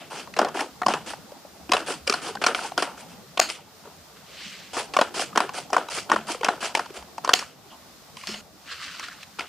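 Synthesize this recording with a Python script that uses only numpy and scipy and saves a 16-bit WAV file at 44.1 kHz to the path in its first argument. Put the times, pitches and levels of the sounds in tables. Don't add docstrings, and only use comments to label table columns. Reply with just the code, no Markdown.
import sys
import numpy as np
from scipy import signal
from scipy.fft import rfft, irfft, next_fast_len
from scipy.io import wavfile

SR = 44100
rng = np.random.default_rng(int(sys.argv[2]) if len(sys.argv) > 2 else 0)


def store_wav(level_fs):
    pcm = np.round(np.clip(np.atleast_2d(level_fs), -1, 1) * 32767)
    wavfile.write(sys.argv[1], SR, pcm.T.astype(np.int16))


def linear_from_db(decibels):
    return 10 ** (np.asarray(decibels, float) / 20)


N = 418068

# pitch_hz, level_db (per Hz)
ROOM_SPECTRUM = [(15, -22), (25, 1), (49, -7.5), (200, -5.5), (344, -11.5), (1100, -9), (2410, -16),
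                 (3620, -14.5), (4250, -10.5), (11900, -23), (14800, -18.5), (16000, -41)]
# pitch_hz, likeness (0 to 1)
ROOM_LIKENESS = [(60, 0.7), (240, 0.65), (950, 0.64), (3770, 0.14), (15000, 0.026)]
# time_s, level_db
HANDS = [(0.0, -49), (0.47, -45), (0.69, -50.5), (1.08, -46), (1.43, -50.5), (2.48, -45.5), (3.06, -48),
         (3.85, -54), (4.75, -51.5), (4.91, -46.5), (6.39, -49), (7.79, -52), (9.48, -54.5)]
# start_s, length_s, level_db, pitch_hz
BUMPS = [(0.858, 0.08, -32, 232), (1.603, 0.39, -57, 80), (1.998, 0.13, -55, 74.4), (3.05, 0.45, -55, 177),
         (6.145, 0.13, -42, 212), (6.978, 0.095, -53, 69.5), (7.701, 0.055, -51, 3060),
         (7.713, 0.058, -44.5, 1020), (8.275, 0.13, -42.5, 208), (8.276, 0.13, -47, 3100),
         (8.27, 0.099, -39.5, 5350)]
# pitch_hz, level_db (per Hz)
FIBRE_SPECTRUM = [(76, -51), (130, -22), (296, -7), (379, -5), (726, -6.5), (985, -4.5), (1080, -4),
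                  (1920, -1.5), (3350, 3), (3750, -5), (5710, -10.5), (9030, -13), (12500, -31),
                  (16200, -68), (22000, -120)]
# start_s, fastest_s, end_s, fibre_db, flap_db (over the fibre)
SLIDES = [
    (4.272, 4.45, 4.74, -42, -8.5),
    (8.67, 8.722, 8.76, -38.5, 2.5),
    (8.76, 8.83, 9.08, -39, -1.5),
    (8.865, 8.916, 8.8, -42.5, -8),
    (9.025, 9.04, 9.065, -41.5, 5.5),
    (8.956, 9.12, 9.21, -50, 4),
    (9.205, 9.24, 9.23, -45.5, -4.5),
]
# start_s, length_s, level_db, brightness_db
CUTS = [(.364, 0.059, -30.5, -5), (.86, 0.077, -33, 0), (1.711, .056, -29, -0.5),
        (2.069, 0.076, -32.5, 3.5), (2.415, 0.076, -29.5, 0), (2.771, 0.063, -31.5, 0.5),
        (3.405, 0.014, -35, -0.5), (4.937, 0.094, -34.5, 1), (5.353, 0.06, -31, -3),
        (5.724, 0.052, -32, -3), (6.093, 0.061, -32, -2.5), (6.426, 0.072, -33.5, -0.5),
        (6.743, 0.037, -33, 2), (7.239, 0.092, -38, 0), (7.338, 0.089, -44, 8)]
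# start_s, length_s, level_db, brightness_db
PUSHES = [(.103, .11, -43.5, -1), (.543, .077, -36.5, -3), (1.061, 0.052, -41, 1.5), (1.862, 0.068, -38, 1),
          (2.217, 0.078, -39.5, -1), (2.54, .14, -41.5, 0.5), (2.973, 0.041, -52, 4),
          (3.084, 0.05, -55.5, 1), (4.732, 0.073, -34, 0), (5.141, 0.09, -34, 0.5), (5.535, 0.06, -39, 1),
          (5.899, 0.096, -38, 4), (6.269, 0.058, -36.5, 1.5), (6.605, 0.06, -34.5, 0),
          (6.94, 0.041, -44.5, -0.5)]
# start_s, length_s, level_db, brightness_db
TOUCHES = [
    (0, 0.021, -48, -6.5),
    (3.488, 0.0098, -38, 5),
    (3.838, 0.043, -62, -20),
    (4.16, .012, -60, 5),
    (8.163, 0.18, -57, 11),
    (8.268, 0.098, -52, -6),
    (9.386, 0.0071, -37, -6),
    (9.454, 0.013, -64, 1),
]
# time_s, clack_db, grind_db, fade_db_per_s
TIPS = [
    (3.3998, -3, -27.5, 247),
    (7.3377, -4.5, -29, 305),
    (8.272, -24, -45, 72),
]
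# pitch_hz, width_hz, level_db
STEEL = [(2950, 1800, -1.5), (4430, 310, 6.5), (4970, 170, -5.5), (6600, 380, 2.5)]
# pitch_hz, level_db, ring_s (time to fall 60 dB)
SHEET = [(195, -50, 0.085), (355, -56, 0.017), (490, -59, 0.048), (656, -23, 0.028), (740, -2.5, 0.053),
         (854, -4, 0.01), (1100, 9, 0.012), (1430, 6, 0.0078), (1825, -5, 0.021)]
# pitch_hz, width_hz, level_db
CRACK = [(2310, 970, 9), (2920, 1100, 5), (4220, 67, -2), (4980, 1130, 4.5), (7440, 140, -19.5),
         (8060, 810, -39), (2160, 300, -79)]
# time_s, peak_db, flap_pitch_hz, crack_db (over the flap)
FLUTES = [(0.338, -34.5, 1980, -1), (0.365, -19.5, 867, -7), (0.389, -3.5, 760, -14),
          (0.415, -10, 740, -20), (0.447, -12, 692, -14), (0.485, -24, 1150, -10),
          (0.817, -11, 1220, -22), (0.831, -17, 1170, -20), (0.863, -2.5, 804, -14.5),
          (0.883, -3, 750, -13.5), (0.907, -16.5, 732, -18), (0.937, -9, 740, -9.5),
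          (1.718, -4.5, 1120, -6.5), (1.734, -6, 1080, -6.5), (1.766, -11.5, 1010, -7.5),
          (2.075, -17.5, 553, 2), (2.097, -5.5, 402, -6), (2.123, -11, 1240, -5.5),
          (2.138, -11, 1430, -7.5), (2.42, -25.5, 832, -1), (2.439, -7.5, 1350, -6.5),
          (2.464, 2, 1390, -13), (2.547, -10.5, 1360, -3.5), (2.777, -3, 1390, -10),
          (2.823, -8, 755, -12.5), (3.374, -10, 2640, -14), (3.394, -3, 720, -9.5),
          (3.415, -23, 1390, -22),
          (4.937, -18, 735, -7), (4.966, 0, 604, -15), (4.988, -1.5, 590, -22),
                       (5.012, -2, 1000, -13), (5.358, -13.5, 1160, -10), (5.374, 0, 915, -14.5),
                       (5.403, -2, 930, -13.5), (5.702, -23.5, 805, -14), (5.73, -7, 1170, -13.5),
                       (5.743, -16, 1160, -26), (5.765, -0.5, 990, -24), (5.78, -13, 900, -16),
                       (6.098, -12, 1010, -12), (6.116, 2, 1000, -18), (6.128, -10, 1390, -30),
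                       (6.16, -6, 980, -23.5), (6.41, -19, 490, -15), (6.432, -10.5, 930, -19),
                       (6.445, -8, 603, -7.5), (6.485, 0, 796, -22.5), (6.504, -16.5, 740, -23),
                       (6.75, -7.5, 920, -4.5), (6.772, -11, 870, -15), (6.793, -7.5, 864, -18),
                       (7.18, -18, 930, -13.5), (7.246, -12, 1070, -11), (7.275, -11, 1030, -13.5),
                       (7.291, -2, 1100, -17), (7.334, -5.5, 1430, -3.5)]
# time_s, peak_db, flap_pitch_hz, crack_db (over the flap)
CATCHES = [(0.273, -29, 1100, -17), (0.571, -16.5, 730, -17), (0.591, -14.5, 1340, -20),
           (0.606, -16.5, 810, -5.5), (1.134, -20.5, 773, -20), (1.317, -30, 594, -15.5),
           (1.449, -33, 590, -36), (1.693, -19, 344, -12), (1.823, -30, 1110, -11), (1.902, -18, 460, -23),
           (2.27, -25, 360, -17), (2.352, -19.5, 794, -11.5), (2.37, -23, 1560, -30),
           (2.589, -19, 1390, -31), (2.718, -20.5, 760, -15), (2.976, -33, 1430, -14),
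           (4.767, -14, 369, -18), (5.194, -15.5, 740, -8), (5.328, -29, 1180, -32),
           (5.492, -18, 1060, -11), (5.885, -22, 930, -9), (5.985, -30, 2020, 1), (6.346, -23, 494, -29),
           (6.626, -15, 865, -22), (6.644, -16, 1040, -12), (6.858, -27, 895, -9), (6.903, -29, 385, -13),
           (7.024, -33.5, 930, -7)]
# time_s, peak_db, flap_pitch_hz, crack_db (over the flap)
KNOCKS = [(3.499, -19, 2700, 1.5), (7.391, -26, 1370, 4), (7.424, -21.5, 1050, -32),
          (8.169, -31.5, 1020, -2), (8.212, -36.5, 2920, -3), (8.235, -29, 1100, -4.5),
          (8.275, -33.5, 2660, 7), (8.289, -25.5, 356, -6), (8.341, -21, 2840, -12),
          (8.947, -31.5, 1297, -30), (8.995, -28, 1120, 0), (9.029, -27.5, 1360, -10),
          (9.04, -31.5, 1440, -8), (9.083, -24.5, 1470, -12), (9.229, -36, 1730, 0),
          (9.391, -18.5, 1358, -3.5), (9.406, -22, 2200, -7)]

# (sheet dB, flap dB, fibre dB, edge hiss dB)
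CUT_DB, PUSH_DB, TOUCH_DB = (-2, 2, -2, -5), (-3.6, -1.8, -0.19, 0.79), (-11.5, -2, 3.5, -1.5)
BRIGHT_SHARE = (-1.08, -0.28, .3, 0.79)
CUT_RISE_S, CUT_FADE_S, PUSH_RISE_S, PUSH_FADE_S = 0.0078, 0.3, 0.019, 0.23
SLIDE_ENDS_DB, SLIDE_HISS_DB = -13, -2.5
THUD_DB, THUD_FOLLOWS, HISS_DB = -62.5, 0.22, -51.5
DUCK_DB, DUCK_AFTER_S, DUCK_S = 4, .22, .1
BUMP_WIDTH = 0.13
TEAR_MS, TEAR_MS_PER_DB = 5.6, .02
HUSH_S = 8.412
TOP_HZ = 16300


def rms_one(x):
    return x / np.sqrt(np.mean(x ** 2) + 1e-20)


def peak_one(x):
    return x / np.abs(x).max()


def filtered(x, order, hz, kind="low"):
    return signal.sosfilt(signal.butter(order, hz, kind, fs=SR, output="sos"), x)


def at_hz(points, hz):
    table_hz, value = np.array(points).T[:2]
    return np.interp(np.log(hz), np.log(table_hz), value)


def drift(rate_hz):
    r = np.exp(-80 * np.pi * rate_hz / SR)
    noise = rng.standard_normal(N // 40 + 2002)
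    slow = signal.lfilter([1], [1, -2 * r, r * r], noise)[2000:]
    return np.interp(np.arange(N) / 40, np.arange(len(slow)), rms_one(slow))


def ring(force, hz, t60):
    r = linear_from_db(-60 / (max(t60, .003) * SR))
    w = 2 * np.pi * hz / SR
    return signal.lfilter([0, np.sin(w)], [1, -2 * r * np.cos(w), r * r], force)


def coloured(sources, spectrum, low_hz, high_hz, likeness, patchy_db):
    out = 0
    edges = np.geomspace(low_hz, high_hz, 2 + int(2.4 * np.log2(high_hz / low_hz)))
    for k, (low, high) in enumerate(zip(edges, edges[1:])):
        mid, side = filtered(sources[k % 2], 2, [low, high], "band")
        hz = np.sqrt(low * high)
        alike = np.clip(at_hz(likeness, hz), 0, 1)
        gain = linear_from_db(at_hz(spectrum, hz) + patchy_db * drift(12.7))
        out = out + gain * (np.sqrt(1 + alike) * mid + np.sqrt(1 - alike) * side * [[1], [-1]])
    return rms_one(out)


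def room_tone():
    white = rng.standard_normal((2, 2, N))
    t = np.arange(N) / SR
    hand_s, hand_db = np.transpose(HANDS)
    shift_db = np.interp(t, hand_s, hand_db)
    thud_db = THUD_DB + THUD_FOLLOWS * (shift_db - shift_db.mean())
    duck_db = sum(DUCK_DB * np.exp(-((t - s - DUCK_AFTER_S) / DUCK_S) ** 2) for s, *rest in TIPS)
    thud = coloured(white, ROOM_SPECTRUM, 56.0, 123, ROOM_LIKENESS, patchy_db=4.0)
    shift = coloured(white, ROOM_SPECTRUM, 128.9, 968, ROOM_LIKENESS, patchy_db=3.5)
    hiss = coloured(white, ROOM_SPECTRUM, 900, 16200, ROOM_LIKENESS, patchy_db=.15)
    return linear_from_db(thud_db) * thud + linear_from_db(shift_db) * shift + linear_from_db(HISS_DB - duck_db) * hiss


def room(x, t60=0.099, cut_hz=5000):
    size = next_fast_len(N + SR)
    w = 2 * np.pi * np.arange(size // 2 + 1) / size
    dull = 1 / (1 + 1j * w * SR / (2 * np.pi * cut_hz))
    lags = rng.uniform(0.0071, .03, (2, 6)) * SR
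    loops = [[linear_from_db(-60 * d / SR / t60) * dull * np.exp(-1j * w * d) for d in side] for side in lags]
    answer = np.array([sum(g / (1 - g) * (-1) ** k for k, g in enumerate(side)) for side in loops])
    return irfft(rfft(x.mean(axis=0), size) * answer, size)[:, :N]


def bumps():
    out = np.zeros(N)
    for s, length, level_db, hz in BUMPS:
        count, start = round(length * SR), round(s * SR)
        t60 = 2.2 / (BUMP_WIDTH * hz)
        shake = ring(rng.standard_normal(SR // 2), hz, t60)
        shake = rms_one(ring(shake, hz, t60 / 3))[-count:]
        swell = np.sin(np.pi * (np.arange(count) / count) ** 0.4) ** .7
        out[start:start + count] += linear_from_db(level_db) * shake * swell
    return out


def breaks():
    return sorted(FLUTES + CATCHES + KNOCKS)


def sticking():
    hard = [(s, peak_db) for s, peak_db, *rest in breaks() if peak_db > -17]
    hard = np.array(hard + [(99, 0)])
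    t = np.arange(N) / SR
    next_s, peak_db = hard[np.searchsorted(hard[:, 0], t)].T
    return linear_from_db(-np.minimum(2 * (peak_db + 17), 18) * np.exp((t - next_s) / .008))


def stroke_levels():
    gains, t = np.zeros((6, N)), np.arange(N) / SR
    kinds = ((CUTS, CUT_DB, CUT_RISE_S, CUT_FADE_S),
             (PUSHES, PUSH_DB, PUSH_RISE_S, PUSH_FADE_S),
             (TOUCHES, TOUCH_DB, CUT_RISE_S, CUT_FADE_S))
    for rows, kind_db, rise, fade in kinds:
        for s, length, level_db, bright_db in rows:
            part = slice(max(round(s * SR), 0), round((s + length + .3) * SR))
            corners_s = [0, min(rise, length / 2), 0.89 * length, length, length + fade]
            shape_db = np.interp(t[part] - s, corners_s, [-7, -1.5, 2.5, -1.8, -68])
            band_db = level_db + np.array(kind_db) + bright_db * np.array(BRIGHT_SHARE)
            gains[:4, part] += linear_from_db(band_db[:, None] + shape_db)
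    for start, fastest, end, fibre_db, flap_db in SLIDES:
        corners_s = [start - .05, start, fastest, end, end + .05]
        shape_db = np.interp(t, corners_s, [-45, SLIDE_ENDS_DB, 0, SLIDE_ENDS_DB, -40])
        gains[[5, 2, 4]] += linear_from_db(fibre_db + shape_db) * linear_from_db([[flap_db], [0], [SLIDE_HISS_DB]])
    return gains * sticking()


def grains(per_s, spread_db, clump_db):
    sizes = linear_from_db(spread_db * np.minimum(rng.exponential(1, N), 5))
    born = rng.random(N) < per_s * linear_from_db(clump_db * drift(40)) / SR
    return rms_one(sizes * born) * rng.standard_normal((2, 2, N)) + 1e-9


def rubbing():
    near = [(300, 1.0), (2000, 1.0), (9000, 0.42)]      # pitch_hz, left-right likeness
    coarse = grains(per_s=1800, spread_db=2.5, clump_db=3)
    fine = grains(per_s=9000, spread_db=0.5, clump_db=1.5)
    sheet = coloured(coarse, FIBRE_SPECTRUM, 128, 1008, near, patchy_db=3.5) * linear_from_db([[.7], [-.7]])
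    flap = coloured(coarse, FIBRE_SPECTRUM, 1202, 1796, near, patchy_db=1.0) * linear_from_db([[.4], [-.4]])
    fibre = coloured(fine, FIBRE_SPECTRUM, 1930, 4160, near, patchy_db=1.0)
    edge = coloured(fine, FIBRE_SPECTRUM, 3910, 12870, near, patchy_db=1.5) * linear_from_db([[-.6], [.6]])
    desk = rms_one(filtered(edge, 2, 6500))
    rasp = coloured(coarse, FIBRE_SPECTRUM, 1100, 1950, near, patchy_db=1.5)
    bands = [sheet, flap, fibre, edge, desk, rasp]
    sheet, flap, fibre, edge, desk, rasp = [gain * band for gain, band in zip(stroke_levels(), bands)]
    ringing = sum(linear_from_db(db) * ring(sheet + flap, hz, 0.71 * t60) / np.sqrt(t60 * SR)
                  for hz, db, t60 in SHEET)
    return sheet + flap + linear_from_db(-8.5) * ringing + fibre + edge + desk + rasp


def blades():
    force, t = np.zeros(N), np.arange(N) / SR
    for s, clack_db, grind_db, fade_db in TIPS:
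        after = np.maximum(t - s, 0)
        clack = linear_from_db(clack_db - 17000 * after)
        grind = linear_from_db(grind_db - fade_db * after) * (after > .012)
        force += (t >= s) * (clack + grind)
    mid, side = rng.standard_normal((2, N))
    force = force * (mid + 0.29 * side * [[1], [-1]]) + 1e-12
    steel = sum(linear_from_db(db) * np.sqrt(width / 1000) * ring(force, hz, 1.75 / width)
                for hz, width, db in STEEL)
    blunt = filtered(force, 4, 9500)
    return signal.lfilter([1, -1], [1, -.85], linear_from_db(-8.0) * steel + linear_from_db(-20.5) * blunt)


def snaps():
    count = 3000
    out, t = np.zeros((2, N + count)), np.arange(count) / SR
    thin = signal.butter(2, 1150, "high", fs=SR)
    for s, peak_db, flap_hz, crack_db in breaks():
        tear_s = (TEAR_MS + TEAR_MS_PER_DB * peak_db) * .001
        slips = rng.laplace(size=count) * (rng.random(count) < .3)
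        slips[3] = 2.2
        force = slips * np.minimum(.45 + t / 0.0034, 1) * np.exp(-(t / tear_s) ** 2)
        push = signal.lfilter([.06, -.055], [1, -1.5, .5625], force)
        modes = linear_from_db(rng.normal(0, 3, len(SHEET)))
        sheet = sum(m * linear_from_db(db) * ring(push, hz, t60) for m, (hz, db, t60) in zip(modes, SHEET))
        small = signal.butter(2, .55 * flap_hz, "high", fs=SR)
        flap = signal.lfilter(*small, ring(push, flap_hz, 16.0 / flap_hz))
        sheet_db = -10 + min(peak_db + 15, 0)
        body = peak_one(flap + linear_from_db(sheet_db) * sheet)
        tints = linear_from_db(rng.normal(0, 3.2, len(CRACK)) + rng.normal(0, 1.8, (2, len(CRACK))))
        shift = 1 + .07 * rng.standard_normal(len(CRACK))
        bands = [linear_from_db(db) * np.sqrt(width) * ring(force, hz * k, 2.2 / width)
                 for k, (hz, width, db) in zip(shift, CRACK)]
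        crack = peak_one(signal.lfilter(*thin, tints @ bands))
        snap = body * linear_from_db([[.7], [-.7]]) + linear_from_db(crack_db + 9.5) * crack
        at = round(s * SR)
        out[:, at:at + count] += linear_from_db(peak_db - 2.0) * snap
    return out[:, :N]


def scene():
    cardboard = filtered(snaps() + rubbing(), 4, [215, 11500], "band")
    close = cardboard + blades()
    close = close + linear_from_db(-18.0) * room(close)
    t = np.arange(N) / SR
    hushed = (t > HUSH_S) & (t < HUSH_S + .2)
    return close * ~hushed + room_tone() + bumps()


def low_pass(x):
    return signal.sosfilt(signal.butter(12, 16290, fs=SR, output="sos"), x)


def record(dry):
    cut = signal.sosfilt(signal.cheby2(12, 70, TOP_HZ, fs=SR, output="sos"), dry)
    mix = np.clip(cut, -1, 1)
    return low_pass(mix)


dry = scene()
out = record(dry)
store_wav(out)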